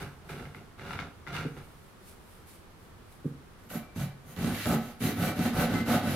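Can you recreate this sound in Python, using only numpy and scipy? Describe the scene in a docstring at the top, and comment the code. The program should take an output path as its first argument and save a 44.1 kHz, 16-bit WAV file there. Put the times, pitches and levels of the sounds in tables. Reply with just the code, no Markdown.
"""A fine hand saw cuts a turned stick on a hollow bench: its teeth catch and tear, rasping in the wood
and hissing in the blade, while the judder drives the bench's resonances to a boom. Before the cut,
fingers back a steel screw out of a plywood jig by stick-slip, with clicks and soft knocks, then lift
the stick and stroke it. Steel rings on faintly now and then. A quiet room rumble lies under everything."""
import sys
import numpy as np
from scipy import signal
from scipy.fft import rfft, irfft, next_fast_len
from scipy.io import wavfile

SR = 44100
rng = np.random.default_rng(int(sys.argv[2]) if len(sys.argv) > 2 else 0)


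def file_out(sig):
    """Save sig as 16-bit WAV at sys.argv[1]."""
    # one column per channel
    cols = np.atleast_2d(sig).T
    # limit, then scale
    lim = np.clip(cols, -1, 1)
    pcm = np.round(lim * 32767).astype(np.int16)
    wavfile.write(sys.argv[1], SR, pcm)


N = 271215
FFT_SIZE = next_fast_len(N + SR // 2)
HZ = np.arange(FFT_SIZE // 2 + 1) * SR / FFT_SIZE

# Saw strokes. Each row: start, crest and stop in seconds, starting level relative to the crest in dB,
# then the levels in dB of bench shake, top panel, stick, tooth rasp and blade hiss.
SAW_STROKES = [(3.578, 3.667, 3.69, -7, -61, -67, -68, -75, -72),
               (3.703, 3.771, 3.785, -1.5, -41, -51, -45, -51, -52),
               (3.821, 3.828, 3.82, -10, -60, -57, -50.5, -75, -78),
               (3.961, 4.03, 4.05, -7.5, -32, -63, -45, -49, -52),
               (4.245, 4.33, 4.345, -16, -49.5, -57, -56, -60.5, -59),
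               (4.364, 4.46, 4.55, -10.5, -32, -37.5, -41.5, -44.5, -51),
               (4.546, 4.654, 4.655, -2.5, -55, -47, -54, -41, -49.5),
               (4.656, 4.75, 4.756, -3.5, -26, -29.5, -32.5, -41.5, -44.5),
               (4.803, 4.838, 4.917, -5, -58, -48, -52.5, -54, -59),
               (5.007, 5.048, 5.11, -10, -28.5, -29.5, -41, -40, -44),
               (5.165, 5.251, 5.305, -14, -31, -32, -33.5, -40.5, -45.5),
               (5.361, 5.463, 5.49, -11.5, -31.5, -30.5, -36.5, -40.5, -47),
               (5.531, 5.62, 5.65, -15.5, -28, -29, -29, -37.5, -43.5),
               (5.693, 5.747, 5.815, -8.5, -31.5, -30, -36, -43.5, -53),
               (5.86, 5.925, 5.975, -14, -31, -27, -29.5, -37, -42.5),
               (6.03, 6.12, 6.17, -8.5, -29, -29.5, -35.5, -41, -49)]
# Resonances of the screw thread and of rubbed skin. Each row: frequency and bandwidth in Hz, level in dB.
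THREAD_MODES = [(910, 180, -3), (1367, 130, 7.5), (1660, 220, 1), (2160, 300, -1.5), (2406, 31, 2),
                (2500, 230, -11.5), (2844, 130, -2), (3530, 420, -8), (4770, 890, -13.5),
                (5750, 1040, -16.5)]
SKIN_MODES = [(2140, 500, -5.5), (4000, 2700, -9), (8800, 2000, -4), (10440, 1560, -2.5), (11550, 870, -2),
              (12900, 1300, -6), (14800, 1800, -11)]


def saw():
    """Forced vibration: coarse catches of the teeth shake bench and stick, fine ones rasp and hiss."""
    # Resonances of each part. Each row: frequency and bandwidth in Hz, level in dB.
    bench_modes = [(133.6, 25, -3.5), (157, 38.6, 0), (172, 25.1, 2)]
    panel_modes = [(226, 17, 6), (296.4, 54, -5.5), (297.6, 18.6, -6.5), (343, 29, -13), (356.5, 23, -7),
                   (448, 27, -13.5)]
    frame_modes = [(37, 14, -7.5), (51, 46, -8), (104.9, 4.3, 8.5)]
    stick_modes = [(503, 29, -0.5), (594, 47, -1), (690, 54, -1), (719, 42, 6), (753, 61.3, 6.5),
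                   (777.6, 58, 2.5), (837, 38, -3.5), (1053, 210, -13), (1208, 128, -9), (1310, 25, -1),
                   (1495, 48, -5)]
    tooth_modes = [(1250, 610, -6), (1706, 113, 1), (1950, 207, -0.5), (2366, 74, 0), (2610, 175, -3),
                   (3140, 1010, -6), (3850, 450, -3.5), (4600, 890, -9), (5620, 2200, -14.5),
                   (8400, 3100, -32.5)]
    hiss_modes = [(6500, 1950, -2.5), (8500, 1200, 0.5), (10820, 2470, 2), (11950, 530, 7.5),
                  (13050, 1200, -1.5), (15200, 1800, -4.5)]
    # Contours of a stroke, one row for each of its five layers, with columns as in envelopes().
    contours = [(.3, -4.5, -300, 0.85, 0.018, .015, 0.0071), (.4, -2, -300, 0.6, 0.0085, -.006, 0.028),
                (.9, -2.5, -200, 1.6, 0.01, .012, 0.016), (.9, -2, -200, 1.8, 0.0051, .004, 0.028),
                (.9, -3.5, -270, 1.8, 0.0029, 0.0033, 0.033)]
    # Weight leaned on the bench brings in its frame. 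Each row: time in seconds, dB over the shake.
    leaning = [(3.6, -21), (4.1, -5.5), (4.4, -2.5), (4.7, -7.5), (5.1, -10), (5.4, -7), (5.65, 1.5),
               (5.9, -4.5), (6.15, -5)]
    # Snags that jolt the bench, and bites of the first tooth. Each row: time in seconds, peak in dB.
    snags = [(3.756, -25.5), (3.963, -33), (4.446, -21), (4.476, -22), (4.701, -33), (5.393, -18),
             (5.462, -22), (5.741, -20.5)]
    bites = [(3.702, -45), (3.957, -53), (4.364, -43), (4.657, -29), (5.017, -54)]
    shake, top, stick, rasp, hiss = envelopes(SAW_STROKES, contours)
    bench, panel, shaft, teeth = map(body, (bench_modes, panel_modes, stick_modes, tooth_modes))
    weight = amp(np.interp(np.arange(N) / SR, *np.transpose(leaning), left=-200, right=-200))
    catches = slips(per_s=500, spread_db=3)
    fine_catches = hiss * slips(per_s=12000, spread_db=-1.5)
    boom = (filtered(shake * catches, bench) + filtered(top * catches, panel)
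            + filtered(weight * shake * catches, body(frame_modes)))
    return (standing_damping() * boom
            + filtered(stick * slips(per_s=900, spread_db=2), shaft)
            + filtered(rasp * slips(per_s=4000, spread_db=1), teeth)
            + filtered(shifting_whistle(fine_catches), amp(-0.5) * body(hiss_modes))
            + strikes(*np.transpose(snags), panel + amp(-1.5) * bench)
            + strikes(*np.transpose(bites), shaft + teeth))


def shifting_whistle(hiss):
    """Narrow treble peaks, drawn at random every tenth of a second, give the hiss a faint whistle."""
    low_hz, high_hz, width_hz = 4000, 15500, 70
    out, hop = hiss.copy(), SR // 10
    r = np.exp(-np.pi * width_hz / SR)
    for i in range(round((SAW_STROKES[0][0] - .1) * SR), N, hop):
        piece = np.hanning(2 * hop)[:N - i] * hiss[:, i:i + 2 * hop]
        for hz in rng.uniform(low_hz, high_hz, size=11):
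            poles = [1, -2 * r * np.cos(2 * np.pi * hz / SR), r * r]
            out[:, i:i + 2 * hop] += signal.lfilter([1 - r * r, 0, r * r - 1], poles, piece)
    return out


def standing_damping():
    """Contact damping: the gain of the ringing wood sinks while the blade stands between strokes."""
    damping_db_per_s, freed_early_s = -120, .012
    t, db = np.arange(N) / SR, 0
    for previous, following in zip(SAW_STROKES, SAW_STROKES[1:]):
        stop, freed = previous[2], following[0] - freed_early_s
        depth_db = damping_db_per_s * max(freed - stop, 0)
        db = db + np.interp(t, [stop, freed, freed + .002], [0, depth_db, 0])
    return amp(db)


def screw():
    """Stick-slip friction: the thread judders the jig and rasps in the steel, while skin hisses."""
    # Turns of the screw. Each row: start, crest and stop in seconds, starting level relative to
    # the crest in dB, then the levels in dB of shake, rasp and hiss.
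    turns = [(-.02, .03, 0.052, -10, -40, -42.5, -53), (.2, .26, 0.62, -30, -53.5, -62, -69),
             (.294, .31, .44, 0, -40.5, -46, -58), (.55, .565, 0.61, -3, -48.5, -54, -66.5),
             (.785, .93, 1, -12.5, -40.5, -43, -60), (.996, 1.005, 1.03, -3, -37.5, -41, -68),
             (1.272, 1.285, 1.33, -6, -39.5, -45, -64), (1.33, 1.362, 1.438, -5, -38, -37.5, -55),
             (1.56, 1.58, 1.63, -9, -48.5, -52.5, -69)]
    # Contours of a turn, one row for each of its three layers, with columns as in envelopes().
    contours = [(.3, -2.5, -200, 1, 0.0073, 0.0086, 0.032), (.9, -8, -170, 1, .002, 0.0017, 0.023),
                (.9, -10.5, -110, 0.7, 0.0016, .002, 0.032)]
    # Resonances of the jig on the bench. Each row: frequency and bandwidth in Hz, level in dB.
    jig_modes = [(50.3, 77, -8.5), (95.4, 9.6, 4.5), (144.6, 25, 4), (164, 23.4, 7), (187.6, 49, -1),
                 (226.5, 43, -3.5), (276, 32, -7.5), (393, 27, -5.5), (467, 45, -13), (564, 20, -9),
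                 (700, 46, -9), (865, 78, -15)]
    shake, rasp, hiss = envelopes(turns, contours)
    return (filtered(shake * slips(per_s=400, spread_db=2), body(jig_modes))
            + filtered(rasp * slips(per_s=1200, spread_db=-2), body(THREAD_MODES))
            + filtered(hiss * slips(per_s=6000, spread_db=1), body(SKIN_MODES)))


def screw_clicks():
    """Impulse excitation: each click sounds the thread's modes and rings briefly at its own pitch."""
    # Clicks of the screw in its seat. Each row: time in seconds, peak in dB, pitch in Hz.
    clicks = [(0.293, -39.5, 2450), (0.302, -58, 2350), (0.454, -39.5, 2070), (0.4732, -53, 2170),
              (0.5472, -37, 2050), (0.795, -40, 2040), (0.908, -28.5, 1330), (0.9333, -30, 1410),
              (0.99, -24.5, 2180), (1.2669, -36.5, 1940), (1.2735, -32.5, 2006), (1.351, -38, 2480),
              (1.366, -30, 2720), (1.567, -44.5, 1960)]
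    times, peaks_db, _ = np.transpose(clicks)
    blunt_contact = 1 / (1 + 1j * HZ / 4000) ** 2
    out = strikes(times, peaks_db, body(THREAD_MODES) * blunt_contact)
    t, t60_s = np.arange(SR // 10) / SR, 0.028
    ring = amp(-3 - 60 * t / t60_s)
    for start, db, hz in clicks:
        i = round(start * SR)
        out[:, i:i + len(t)] += amp(db) * ring * np.sin(2 * np.pi * hz * t)
    return out


def jig_knocks():
    """Soft impact: a padded blow spreads its force over milliseconds, so it excites mainly low modes."""
    # Blows on the jig's end wall. Each row: time in seconds, peak in dB, contact cut-off in Hz.
    blows = [(.338, -38, 700), (.402, -35, 600), (1.448, -25, 1100), (1.4549, -25.5, 1100),
             (1.568, -38, 1200), (3.243, -28, 550), (3.2498, -21, 490)]
    # Resonances of that wall. Each row: frequency and bandwidth in Hz, level in dB.
    wall_modes = [(100.6, 11, -9), (138, 21, -0.5), (163, 14, 4), (190.6, 27, -7), (229.6, 19, 2),
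                  (267, 22, 1), (358, 28, 0.5), (410, 23, -5), (464.5, 11, -2.5), (521, 30, -4)]
    wall = body(wall_modes)
    return sum(strikes([s], [db], wall / (1 + 1j * HZ / cut_hz) ** 4) for s, db, cut_hz in blows)


def singing_steel():
    """Free vibration: released thin steel keeps one fluttering partial until a contact damps it."""
    # Each row: start in seconds, frequency in Hz, level in dB, then T60 and duration in seconds.
    partials = [(1.404, 9308, -73, 2.3, 0.54), (1.45, 11500, -78, 2.0, .45), (1.50, 6471, -74, 1.2, .12),
                (3.772, 2342, -58, 1.3, 0.27), (4.065, 2342, -63, 1.1, 0.12),
                (5.253, 2325, -43, 1.54, 0.11), (5.738, 2064, -38, 0.93, 0.14)]
    flutter_db, flutter_per_s, attack_s = 3, 90, 0.009
    out = np.zeros((2, N))
    for start, hz, db, t60, duration in partials:
        t = np.arange(round(1.5 * duration * SR)) / SR
        flutter = np.interp(t, np.arange(200) / flutter_per_s, rng.standard_normal(200))
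        ring = amp(db - 60 * t / t60 + flutter_db * flutter)
        gate = (1 - np.exp(-t / attack_s)) * np.exp(-(t / duration) ** 8)
        i = round(start * SR)
        out[:, i:i + len(t)] += ring * gate * np.sin(2 * np.pi * hz * t)
    return out


def fingers():
    """Sliding friction: dry skin on the smooth stick makes a bright hiss of tiny slips."""
    # Each row: start, crest and stop in seconds, starting level relative to the crest in dB, level in dB.
    slides = [(1.45, 1.65, 1.9, -15, -71.5), (2.0, 2.095, 2.115, -25, -56.5), (2.2, 2.33, 2.4, -13, -67),
              (2.47, 2.505, 2.56, -4, -59.5), (2.8, 2.845, 2.8, -20, -56), (3.06, 3.13, 3.15, -19, -67),
              (3.24, 3.28, 3.25, -20, -62)]
    contour = (.9, -5.5, -250, 0.77, 0.009, 0.0019, 0.026)   # columns as in envelopes()
    holding_db = -73   # steady hiss of hands at rest
    hiss = envelopes(slides, [contour])[0] + amp(holding_db)
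    return filtered(hiss * slips(per_s=7000, spread_db=1.5), body(SKIN_MODES))


def reverberation(x):
    """Repeated reflection: ten feedback delays a channel, dulled by wall absorption on every round."""
    t60_s, wall_cutoff_hz = 0.44, 5600
    response = np.zeros((2, len(HZ)), complex)
    absorption = 1 / (1 + 1j * HZ / wall_cutoff_hz)
    for k, delay_s in enumerate(rng.uniform(.015, .045, 20)):
        loop = amp(-60 * delay_s / t60_s) * absorption * np.exp(-2j * np.pi * HZ * delay_s)
        response[k % 2] += (-1) ** (k // 2) * loop / (1 - loop)
    return filtered(x, response)


def room_tone():
    """Diffuse field: distant machinery and air give steady coloured noise, as mid and side."""
    # Each row: frequency in Hz, relative spectral density in dB.
    spectrum = [(12, -40), (20, 2.5), (58, -3.5), (76, 2.5), (153, -4.5), (214, -5.5), (253, -6),
                (275, -12.5), (344, -8), (523, -12.5), (569, -14.5), (1240, -15), (2640, -25.5),
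                (3030, -26), (15700, -45)]
    # Stereo width. Each row: frequency in Hz, side relative to mid in dB.
    width = [(60, -9.5), (240, -5), (950, -3), (3770, 0), (15000, 0.5)]
    noise = filtered(rng.standard_normal((2, N)), amp(curve_db(spectrum)))
    mid, side = amp(-53.5) * noise / noise.std()
    return np.array([mid, filtered(side, amp(curve_db(width)))])


def envelopes(movements, contours):
    """Amplitude envelopes, one a layer: each hand movement swells, sags and dies; their powers add."""
    # Each contour row: share of the swell, sag in dB, decay in dB per second, exponent of swell and sag,
    # then advance of the crest, advance of the stop and attack time in seconds.
    t, out = np.arange(0, N + 32, 32) / SR, []
    for k, (share, sag_db, decay, power_law, crest_lead, stop_lead, attack) in enumerate(contours):
        power = 0
        for start, crest, stop, start_db, *levels_db in movements:
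            crest, stop = max(crest - crest_lead, start + .001), stop - stop_lead
            swell = np.interp(t, [start, crest], [1, 0]) ** power_law
            sag = np.interp(t, [crest, stop], [0, 1]) ** power_law
            edges_db = np.interp(t, [start - attack, start, stop, stop + 1], [-40, 0, 0, decay], left=-200)
            power = power + amp(levels_db[k] + share * start_db * swell + sag_db * sag + edges_db) ** 2
        out.append(np.interp(np.arange(N) / SR, t, np.sqrt(power)))
    return out


def slips(per_s, spread_db):
    """Shot noise: independent mid and side trains of impulses of uneven size, at rms 1."""
    sizes = amp(spread_db * np.minimum(rng.exponential(1, (2, N)), 4))
    signs = rng.choice([-1, 1], (2, N))
    train = sizes * signs * (rng.random((2, N)) < per_s / SR)
    return train / train.std()


def strikes(times, peaks_db, response):
    """Impulse responses of a body, scaled to peak levels; the side channel takes random signs."""
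    impulses = np.zeros((2, N))
    signs = [np.ones(len(peaks_db)), rng.choice([-1, 1], len(peaks_db))]
    impulses[:, np.round(np.asarray(times) * SR).astype(int)] = amp(peaks_db) * signs
    return filtered(impulses, response / np.abs(irfft(response, FFT_SIZE)).max())


def body(modes):
    """Modal superposition: resonances summed with alternating signs, at unit power gain for noise."""
    z, response = np.exp(-2j * np.pi * HZ / SR), 0
    for k, (hz, width_hz, db) in enumerate(modes):
        r = np.exp(-np.pi * width_hz / SR)
        poles = 1 - 2 * r * np.cos(2 * np.pi * hz / SR) * z + r * r * z * z
        response = response + (-1) ** k * amp(db) * (1 - r * r) * (1 - z * z) / poles
    return response / np.sqrt(np.mean(np.abs(response) ** 2))


def filtered(x, response):
    """Convolution as a product of spectra."""
    return irfft(rfft(x, FFT_SIZE) * response, FFT_SIZE)[..., :N]


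def curve_db(points):
    """Levels interpolated over logarithmic frequency."""
    hz, db = np.transpose(points)
    return np.interp(np.log(HZ + 1), np.log(hz), db)


def amp(db):
    """Amplitude ratio of a level in dB."""
    return 10 ** (np.asarray(db) / 20)


def scene():
    """Superposition: the sources add as mid and side, wider in the treble, and become left and right."""
    # Stereo width. Each row: frequency in Hz, side relative to mid in dB.
    width = [(60, -22), (150, -23), (380, -16.5), (950, -11.5), (2380, -3.5), (5980, 0), (15000, -0.5)]
    # Stereo balance. Each row: frequency in Hz, left relative to right in dB.
    balance = [(60, -1.0), (240, -1.0), (950, -1.0), (3770, -1.5), (15000, 0)]
    work = screw() + fingers() + saw() + screw_clicks() + jig_knocks() + singing_steel()
    mid, side = work + amp(-16.5) * reverberation(work[0])
    mid, side = np.array([mid, filtered(side, amp(curve_db(width)))]) + room_tone()
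    left_gain = amp(curve_db(balance) / 2)
    return np.array([filtered(mid + side, left_gain), filtered(mid - side, 1 / left_gain)])


def record(dry):
    """Band limiting: a steep elliptic low-pass removes the highest treble."""
    cutoff_hz = 15850
    return signal.sosfilt(signal.ellip(14, .3, 80, cutoff_hz, fs=SR, output="sos"), dry)


dry = scene()
out = record(dry)
file_out(out)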